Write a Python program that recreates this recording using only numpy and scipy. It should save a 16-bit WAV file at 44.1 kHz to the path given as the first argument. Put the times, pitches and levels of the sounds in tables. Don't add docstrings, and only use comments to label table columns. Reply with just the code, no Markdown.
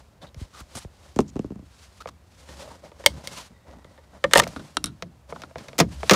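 import sys
import numpy as np
from scipy import signal
from scipy.fft import rfft, irfft
from scipy.io import wavfile
from scipy.ndimage import uniform_filter1d

SR = 44100
rng = np.random.default_rng(int(sys.argv[2]) if len(sys.argv) > 2 else 0)


def int16_out(signal):
    q = np.round(np.clip(np.atleast_2d(signal).T, -1, 1) * 32767)
    wavfile.write(sys.argv[1], SR, q.astype(np.int16))


N = 271215

# f/Hz, level/dB
AIR_COLOUR = [(20, -16), (40, -11.5), (68, 7.5), (100, -5.5), (170, -10.5), (300, -18.5), (700, -19),
              (1500, -26.5), (4000, -37), (9000, -41), (16000, -45)]
AIR_RMS_DB = -53.5

# t of firmest moment/s, swell/s, release/s, fingers before trim gain/dB, sleeve likewise/dB
STROKES = [(0, .05, 0.13605, -58, -63), (.227, .02, .08, -43.5, -56), (.41, 0.04425, 0.074, -48.5, -48.5),
           (0.596, 0.095, 0.043, -49.5, -45.5), (0.778, 0.15, 0.073, -51, -50),
           (.83, 0.12, 0.031, -62.5, -48.5), (1.05, 0.26, 0.39, -59.5, -59), (1.42, .3, .4, -70, -66.5),
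           (1.852, 0.2276, 0.0438, -62.5, -51.5), (1.99, .2, 0.2, -67, -59), (2.4, 0.21, 0.22, -64, -58),
           (2.52, 0.14, 0.19, -50, -51), (2.609, 0.063, 0.082, -47.5, -46), (2.72, 0.29, 0.14, -47, -53.5),
           (2.851, 0.03413, .12, -47, -56), (3.02, 0.08724, 0.65, -50.5, -55),
           (3.254, 0.041, 0.11, -46, -46.5), (3.386, 0.14455, 0.08, -47.5, -40.5),
           (3.47, 0.11, 0.024, -71, -54), (3.68, 0.045, 0.26, -51.5, -68.5), (3.92, 0.15, 0.17, -58, -65.5),
           (4.16, 0.13865, .25, -53, -66.5), (4.48, 0.39, 0.46, -51, -51), (4.63, 0.18, 0.11, -62.5, -61),
           (5.299, 0.02076, 0.33, -47, -54), (5.619, 0.13, .25, -48.5, -53.5),
           (5.93, 0.10133, 0.1412, -51.5, -50.5), (6.07, 0.13, 0.1398, -48, -44)]
# f/Hz, level/dB
FINGER_COLOUR = [(60, -6), (170, 7), (330, 0), (470, -1), (560, 8), (700, 0), (920, 1), (1300, -6.5),
                 (2200, -14), (5000, -48.5)]
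SLEEVE_COLOUR = [(300, -14.5), (1000, 6), (2500, 4), (4500, 5), (7500, 0.5), (10000, -4), (13000, -13.5),
                 (16000, -21)]
STROKE_DROP_DB, STROKE_SHAPE = 21, 1.15
REST_FINGERS_DB, REST_SLEEVE_DB = -74.5, -73

# t/s, length/s, rms before taper/dB, resonance f/Hz
SCRAPES = [(.214, 0.028, -52, 3561), (.265, 0.032, -56.5, 3754), (.527, 0.095, -48.5, 1283),
           (.748, 0.052, -40, 9140), (1.276, 0.029, -52.5, 6760), (2.002, 0.02474, -42.5, 1357),
           (2.073, .026, -42, 1080), (4.35, .059, -18.5, 702), (4.433, 0.011, -28.5, 2291)]
NARROW_RUBS = [(2.59, .12, -47, 582), (2.69, .07, -51, 920), (2.831, 0.04472, -46.5, 594),
               (2.99, .025, -49, 550), (3.08, 0.12, -43.5, 127.5), (3.186, 0.04, -50.5, 580),
               (3.35, 0.06172, -48, 1013), (3.496, 0.041, -52, 192), (3.655, .092, -54, 526),
               (3.697, 0.12028, -53, 239.9)]
# f/Hz, level/dB
SCRAPE_COLOUR = [(150, 4.5), (500, 1.5), (1000, 2), (1450, 1), (2200, -4.5), (4000, -0.5), (6500, -4),
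                 (10000, -13), (16000, -22)]
SCRAPE_Q, SCRAPE_RING_DB = 5.5, 14.5
NARROW_WIDTH_HZ, NARROW_RING_DB = 65, 31.5
SCRAPE_BASS_RATIO = 6

# t/s, relative strength/dB, hardness/dB per octave above PIVOT_HZ,
# weight/dB per octave below it, ring t60 at 1 kHz/s
RIM_TAPS = [(.345, -12, 6, 6, .022), (2.0572, 14, -7, -1.5, 0.024), (2.0735, 0, 3, 0, 0.033),
            (4.4675, 15, -5, -4, 0.025), (4.476, -10, 10, 10, 0.039), (5.0235, 10.5, 3.5, 3.5, 0.042),
            (5.324, 15.5, -7.5, -0.5, 0.031), (5.419, 0, 5, 2, 0.076), (5.51, 1, -9, -3.5, 0.0315),
            (5.557, 13, -4, 0.5, 0.052), (5.583, 0.5, 4.5, 2.5, 0.18), (5.684, 1.5, 4, 4, 0.058),
            (5.731, 0, 1, 4.5, .04), (6.0312, 19, -4, 0.5, 0.034), (6.0958, 32, 4, -15, 0.059)]
GRIP_BUMPS = [(0.358, -28, 1.2, 7.5, 0.031), (0.411, -10.5, -1.0, 3.4, 0.02666),
              (0.604, -13, 7, 0.4, 0.0386), (0.751, 5, 1.9, -5, 0.057), (0.847, -0.1674, -3, -1.5, 0.00796)]
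COVER_BOUNCES = [(1.1615, 10.5, 2.5, 0, 0.089), (1.189, 32, -1.3, -4.5, .031), (1.2045, 14, 3, -0.5, 0.056),
                 (1.357, 8.5, -1.5, .5, 0.028), (1.365, 10.5, -1, -3.6, 0.05),
                 (1.3925, 15, -1, -1.5, 0.028), (1.444, 6.5, -2.5, 0, 0.046), (1.504, 2.5, -3, 0.5, 0.027),
                 (1.518, -0.5, -2.5, 1, 0.039), (1.557, -4, 0, 1.3, .045), (1.592, -6, -2, 1, .025),
                 (1.623, -17.5, 2, 4.5, 0.089)]
BEZEL_SNAPS = [(2.489, -3.2, 0.7, 5, 0.1), (2.917, -4.5, -3.5, 1, 0.032), (2.998, -4, -8.5, 3.1, 0.064),
               (3.039, 3, -1.4478, 0.5, 0.084), (3.845, -6, -1.4, 5.5, 0.024), (3.977, -4, -4, -0.5, 0.099),
               (4.2405, 31, -4.5, -2.5, 0.039), (4.3115, 9.5, 0.4, -5.5, 0.327),
               (4.3348, 30, 3, -6.5, 0.031), (4.352, 20.5, 2.4, 0.5, 0.0734),
               (4.357, 34.5, -2.5, -0.5, 0.058), (4.3748, 15, 6.5, -1, 0.0085),
               (4.381, 20.5, 3.9, 1.5, 0.019), (4.3915, 14.5, 5, 0, 0.031), (4.3983, 28.5, 2, -9, 0.021)]
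CATCH_SNAPS = [(3.0618, 31, -1.0, -5.5, 0.034), (3.2735, 0.1, 0.9, 3.5, 0.044)]
SHROUD_KNOCKS = [(4.418, 16.2, -3.4, -5, 0.11), (5.7815, 7.7, 2.265, -3, 0.063), (5.7875, 21, 1.8, -2, 0.1),
                 (5.8005, 29, 0.38, 0.5, 0.073), (6.1092, 32.857, -0.76, -1, 0.1),
                 (6.1335, 30.7, -1.2, -12.5, .19)]
CLIP_TICKS = [(4.562, 7, -4, 2.4, 0.065), (4.595, -1.5, -3.2, 3, 0.075), (4.7693, 17, 1.25, -3.5, 0.026),
              (4.8415, 0.5, 7.5, 7, 0.038), (4.8585, -17.5, 10, -4, 0.027), (4.866, -5.3, 3.5, 2.5, 0.13),
              (5.36, 7.5, -10.5, -9, 0.032), (5.4355, 4, -3.5, -2.5, 0.032)]
PIVOT_HZ, WEIGHT_OCTAVES = 840, 3.3

# f/Hz, width/Hz, level over plain panel before band levelling/dB
GRIP_MODES = [(68.49, 81.1, 1.716)]
COVER_MODES = [(205.5, 42.1, 14), (266, 113, 10), (416.3, 190, 6), (1176.6, 387, 3.5), (2734.6, 404, 2),
               (6448, 2600, 12)]
BEZEL_MODES = [(330, 26, 7), (536, 67, 19.5), (570, 30, 12), (918.6, 66, 11), (1186, 75, 1),
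               (1837.8, 110, 6.5), (2093.5, 71, -2.5), (3000, 190, 1.5), (3578, 450, 1), (7619, 900, -11)]
CATCH_MODES = [(307.8, 32, 5.5), (520.57, 44, 12.5), (567, 40, 13.5), (916.4, 65, 8.5), (2178.8, 110, 15),
               (3124.8, 350, 9.5), (3704, 300, 7), (4555, 430, 10), (5651.2, 300, 7.5), (8490, 230, 6.5)]
SHROUD_MODES = [(176, 24, 20.2), (348, 28, 2.2), (500, 93, 10.336), (668.44, 36, 9.6), (1258, 220, 0.87),
                (1838, 1200, 1), (2217.1, 180, 1.3), (5830, 1900, 0.89)]
CLIP_MODES = [(307, 15, 6.9), (1396, 170, 13), (2768.3, 26.43, 1.677), (3820, 190, 12), (4078.5, 234, 6.94),
              (5630, 390, 5.4), (9600, 1200, 12)]

# f/Hz, relative level/dB
RIM_COLOUR = [(110, -9.5), (250, -13.5), (600, 0), (1700, -11.5), (4300, -17.5), (8500, -38), (14000, -49)]
GRIP_COLOUR = [(110, 20.5), (250, 14), (600, -3), (1700, -13.5), (4300, -24), (8500, -31), (14000, -41)]
COVER_COLOUR = [(110, 9), (250, 13), (600, -1), (1700, -22), (4300, -27), (8500, -34.5), (14000, -50)]
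BEZEL_COLOUR = [(110, -7.1), (250, -5), (600, 0.5), (1700, -2.5), (4300, -14), (8500, -20.5), (14000, -37)]
CATCH_COLOUR = [(110, -6), (250, -9), (600, -2), (1700, -2.5), (4300, -1.7), (8500, -8.5), (14000, -22)]
SHROUD_COLOUR = [(110, -9.5), (250, 9.5), (600, 0.5), (1700, -9), (4300, -10), (8500, -19.5),
                 (14000, -28.5)]
CLIP_COLOUR = [(110, -7.5), (250, 4), (600, 0.0), (1700, -3), (4300, -9), (8500, -17.5), (14000, -42)]
BANDS_HZ = [110, 250, 600, 1700, 4300, 8500, 14000]
# f/Hz, level/dB
BOOM_COLOUR = [(30, -22), (70, 0), (120, 4.5), (190, 5), (300, -0.5), (450, -13), (900, -24), (3000, -49),
               (16000, -86.5)]
# f/Hz, t60/s
CABIN_T60 = [(70, 0.46), (180, 0.4), (400, 0.16), (2000, .09), (12000, 0.14)]
BLOW_SAMPLES = 2 ** 14
TYPICAL_T60_S, RATTLE_DB_PER_DOUBLING = .04, 1
BOOM_HZ, BOOM_BUILD_S = 172.07, 0.022

# t/s, peak/dB
SHUDDERS = [(2.47, -41), (3.074, -36), (5.808, -29.5), (5.931, -32)]
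SHUDDER_HZ, SHUDDER_SWELL_S = 69.195, 0.048

# t/s, length/s, starting level/dB, fade over length/dB
WHINE = (3.5, 0.85, -67, 12)
# f/Hz, level/dB
WHINE_COLOUR = [(1500, -40), (1820, -14), (1950, 1), (2080, -17), (2400, -36), (3400, -32), (3760, -11),
                (4100, -34), (6000, -60)]

EDGE_HZ = 15650


def from_db(db):
    return 10 ** (np.asarray(db) / 20)


def unit(x):
    return x / np.sqrt(np.mean(x ** 2) + 1e-20)


def read(points, hz):
    f, value = np.transpose(points)
    return np.interp(np.log(hz + 1), np.log(f + 1), value)


def add(mix, s, sound):
    part = mix[max(round(s * SR), 0):][:len(sound)]
    part += sound[:len(part)]


def tint(x, colour):
    hz = np.fft.rfftfreq(len(x), 1 / SR)
    return irfft(rfft(x) * from_db(read(colour, hz)), len(x))


def causal(db):
    log_gain = np.log(from_db(np.r_[db, db[-2:0:-1]]))
    return np.exp(np.conj(signal.hilbert(log_gain)))[:len(db)]


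def still_air():
    return from_db(AIR_RMS_DB) * unit(tint(rng.standard_normal(N), AIR_COLOUR))


def friction(slips_per_s, spread_db, smooth):
    sizes = from_db(spread_db * np.minimum(rng.exponential(1, N), 4)) * rng.standard_normal(N)
    slips = unit(sizes * (rng.random(N) < slips_per_s / SR))
    return unit(slips + smooth * rng.standard_normal(N))


def swell(peak_s, rise_s, fall_s):
    t = np.arange(N) / SR - peak_s
    return from_db(-STROKE_DROP_DB * np.maximum(-t / rise_s, t / fall_s) ** STROKE_SHAPE)


def rubbing(finger_db, sleeve_db, waver_db):
    finger_power, sleeve_power = from_db(REST_FINGERS_DB) ** 2, from_db(REST_SLEEVE_DB) ** 2
    for s, rise_s, fall_s, press_db, hiss_db in STROKES:
        power = swell(s, rise_s, fall_s) ** 2
        finger_power = finger_power + power * from_db(press_db) ** 2
        sleeve_power = sleeve_power + power * from_db(hiss_db) ** 2
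    slow_noise = uniform_filter1d(uniform_filter1d(rng.standard_normal(N), size=700), size=400)
    pressure_db = waver_db * unit(slow_noise)
    skin = friction(slips_per_s=900, spread_db=2, smooth=1)
    cloth = friction(slips_per_s=4000, spread_db=2.5, smooth=2.0)
    drag = unit(tint(skin, FINGER_COLOUR)) * np.sqrt(finger_power)
    brush = unit(tint(cloth, SLEEVE_COLOUR)) * np.sqrt(sleeve_power)
    return drag * from_db(finger_db + pressure_db) + brush * from_db(sleeve_db + pressure_db / 2)


def resonant_strokes(rows, width_at, ring_db, slips_per_s, spread_db, smooth):
    slips = tint(friction(slips_per_s, spread_db, smooth), SCRAPE_COLOUR)
    out = np.zeros(N)
    for s, length_s, db, centre_hz in rows:
        stroke = slips[round(s * SR):][:round(length_s * SR)]
        peak = signal.iirpeak(centre_hz, centre_hz / width_at(centre_hz), SR)
        ring = signal.lfilter(*peak, stroke)
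        bass_cut = signal.butter(1, centre_hz / SCRAPE_BASS_RATIO, "high", fs=SR)
        rub = signal.lfilter(*bass_cut, stroke)
        taper = signal.windows.tukey(len(stroke), .3)
        add(out, s, from_db(db) * unit(rub + from_db(ring_db) * ring) * taper)
    return out


def edge_scrapes():
    return resonant_strokes(SCRAPES, lambda hz: hz / SCRAPE_Q, SCRAPE_RING_DB,
                            slips_per_s=900, spread_db=1.0, smooth=0.86)


def dying_noise(t60_at):
    hz, t, z = signal.stft(rng.standard_normal(BLOW_SAMPLES), SR, nperseg=128, noverlap=96)
    fade = from_db(-60 * t / t60_at(hz)[:, None])
    fade /= np.sqrt(np.mean(fade ** 2, 1, keepdims=True) * BLOW_SAMPLES)
    echoes = signal.istft(z * fade, SR, nperseg=128, noverlap=96)[1]
    return rfft(echoes[:BLOW_SAMPLES])


def cabin_echoes():
    return dying_noise(lambda f: read(CABIN_T60, f))


def reflections(x):
    return signal.oaconvolve(x, irfft(cabin_echoes()))[:N]


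def blows(rows, modes, colour, travel_ms, rattle_db, damping, boom_db):
    hz, t = np.fft.rfftfreq(BLOW_SAMPLES, 1 / SR), np.arange(BLOW_SAMPLES) / SR
    body = 1 + sum(from_db(db) / (1 + 2j * (hz - f) / width) for f, width, db in modes)
    bands = np.array([read(list(zip(BANDS_HZ, one)), hz) for one in np.eye(len(BANDS_HZ))])
    boom_colour = causal(read(BOOM_COLOUR, hz))
    build_up = 1 - np.exp(-(t / BOOM_BUILD_S) ** 2)
    octaves = np.log2(np.clip(hz, 1, BANDS_HZ[-1]) / PIVOT_HZ)
    wave = np.exp(-4j * np.pi * travel_ms * np.sqrt(hz / 1000))
    first_arrival_s = travel_ms / 4000
    out = np.zeros(N)
    for s, strength_db, hardness, weight, t60_s in rows:
        force_db = read(colour, hz) + strength_db
        force_db += hardness * np.maximum(octaves, 0)
        force_db += weight * np.clip(-octaves, 0, WEIGHT_OCTAVES)
        scatter = dying_noise(lambda f: t60_s * (np.maximum(f, 300) / 1000) ** -damping)
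        looseness_db = RATTLE_DB_PER_DOUBLING * np.log2(t60_s / TYPICAL_T60_S)
        panel = wave * body * (1 + from_db(rattle_db + looseness_db) * scatter)
        panel_db = 10 * np.log10(bands @ abs(panel) ** 2 / bands.sum(1))
        direct = irfft(panel * causal(force_db - panel_db @ bands))
        cabin = build_up * irfft(cabin_echoes() * boom_colour)
        boom_gain = from_db(np.interp(BOOM_HZ, hz, force_db) + boom_db)
        add(out, s - first_arrival_s, direct + boom_gain * cabin)
    return out


def rim_taps():
    return from_db(-2.0) * blows(RIM_TAPS, SHROUD_MODES, RIM_COLOUR, travel_ms=1.85,
                                 rattle_db=0.5, damping=.28, boom_db=5.5)


def grip_bumps():
    return blows(GRIP_BUMPS, GRIP_MODES, GRIP_COLOUR, travel_ms=2.91,
                 rattle_db=3.5, damping=0.1563, boom_db=-27)


def cover_bounces():
    return from_db(-2.0) * blows(COVER_BOUNCES, COVER_MODES, COVER_COLOUR, travel_ms=2.65,
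                                 rattle_db=-2.0, damping=.06, boom_db=-10.5)


def shudders():
    out, t = np.zeros(N), np.arange(SR // 2) / SR
    u = t / SHUDDER_SWELL_S
    pulse = u ** 2 * np.exp(2 - 2 * u) * np.sin(2 * np.pi * SHUDDER_HZ * t)
    for s, db in SHUDDERS:
        add(out, s, from_db(db) * pulse)
    return out


def bezel_snaps():
    return from_db(-3.5) * blows(BEZEL_SNAPS, BEZEL_MODES, BEZEL_COLOUR, travel_ms=1.8,
                                 rattle_db=4.5, damping=.22, boom_db=-0.5)


def narrow_rubs():
    return resonant_strokes(NARROW_RUBS, lambda hz: NARROW_WIDTH_HZ, NARROW_RING_DB,
                            slips_per_s=400, spread_db=2.0, smooth=0.34)


def catch_snaps():
    return blows(CATCH_SNAPS, CATCH_MODES, CATCH_COLOUR, travel_ms=1.6,
                 rattle_db=-2.5, damping=0.13, boom_db=-0.5)


def whine():
    s, length_s, db, fade_db = WHINE
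    u = (np.arange(N) / SR - s) / length_s
    gate = np.clip(u / .06, 0, 1) * np.clip((1 - u) / .15, 0, 1)
    tones = unit(tint(rng.standard_normal(N), WHINE_COLOUR))
    return from_db(db - fade_db * np.clip(u, 0, 1)) * gate * tones


def shroud_knocks():
    return from_db(-1.0) * blows(SHROUD_KNOCKS, SHROUD_MODES, SHROUD_COLOUR, travel_ms=2.1,
                                 rattle_db=19, damping=.28, boom_db=-2.5)


def clip_ticks():
    return from_db(-1.0) * blows(CLIP_TICKS, CLIP_MODES, CLIP_COLOUR, travel_ms=2.155,
                                 rattle_db=2.5, damping=0.33, boom_db=1.0)


def scene():
    air = still_air()
    hand = rubbing(finger_db=-0.5, sleeve_db=0.5, waver_db=3.3)
    trim = edge_scrapes() + rim_taps() + cover_bounces() + bezel_snaps()
    trim += narrow_rubs() + catch_snaps() + shroud_knocks() + clip_ticks()
    wash = from_db(-23.5) * reflections(trim)
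    return (air + hand + trim + wash + grip_bumps() + shudders() + whine())[None]


def record(dry):
    clipped = dry / (1 + dry ** 6) ** (1 / 6)
    lean = signal.sosfilt(signal.butter(3, 44, "high", fs=SR, output="sos"), clipped)
    treble_cut = signal.firwin(255, EDGE_HZ, window=("kaiser", 8), fs=SR)
    return signal.oaconvolve(lean, treble_cut[None], "same")


dry = scene()
out = record(dry)
int16_out(out)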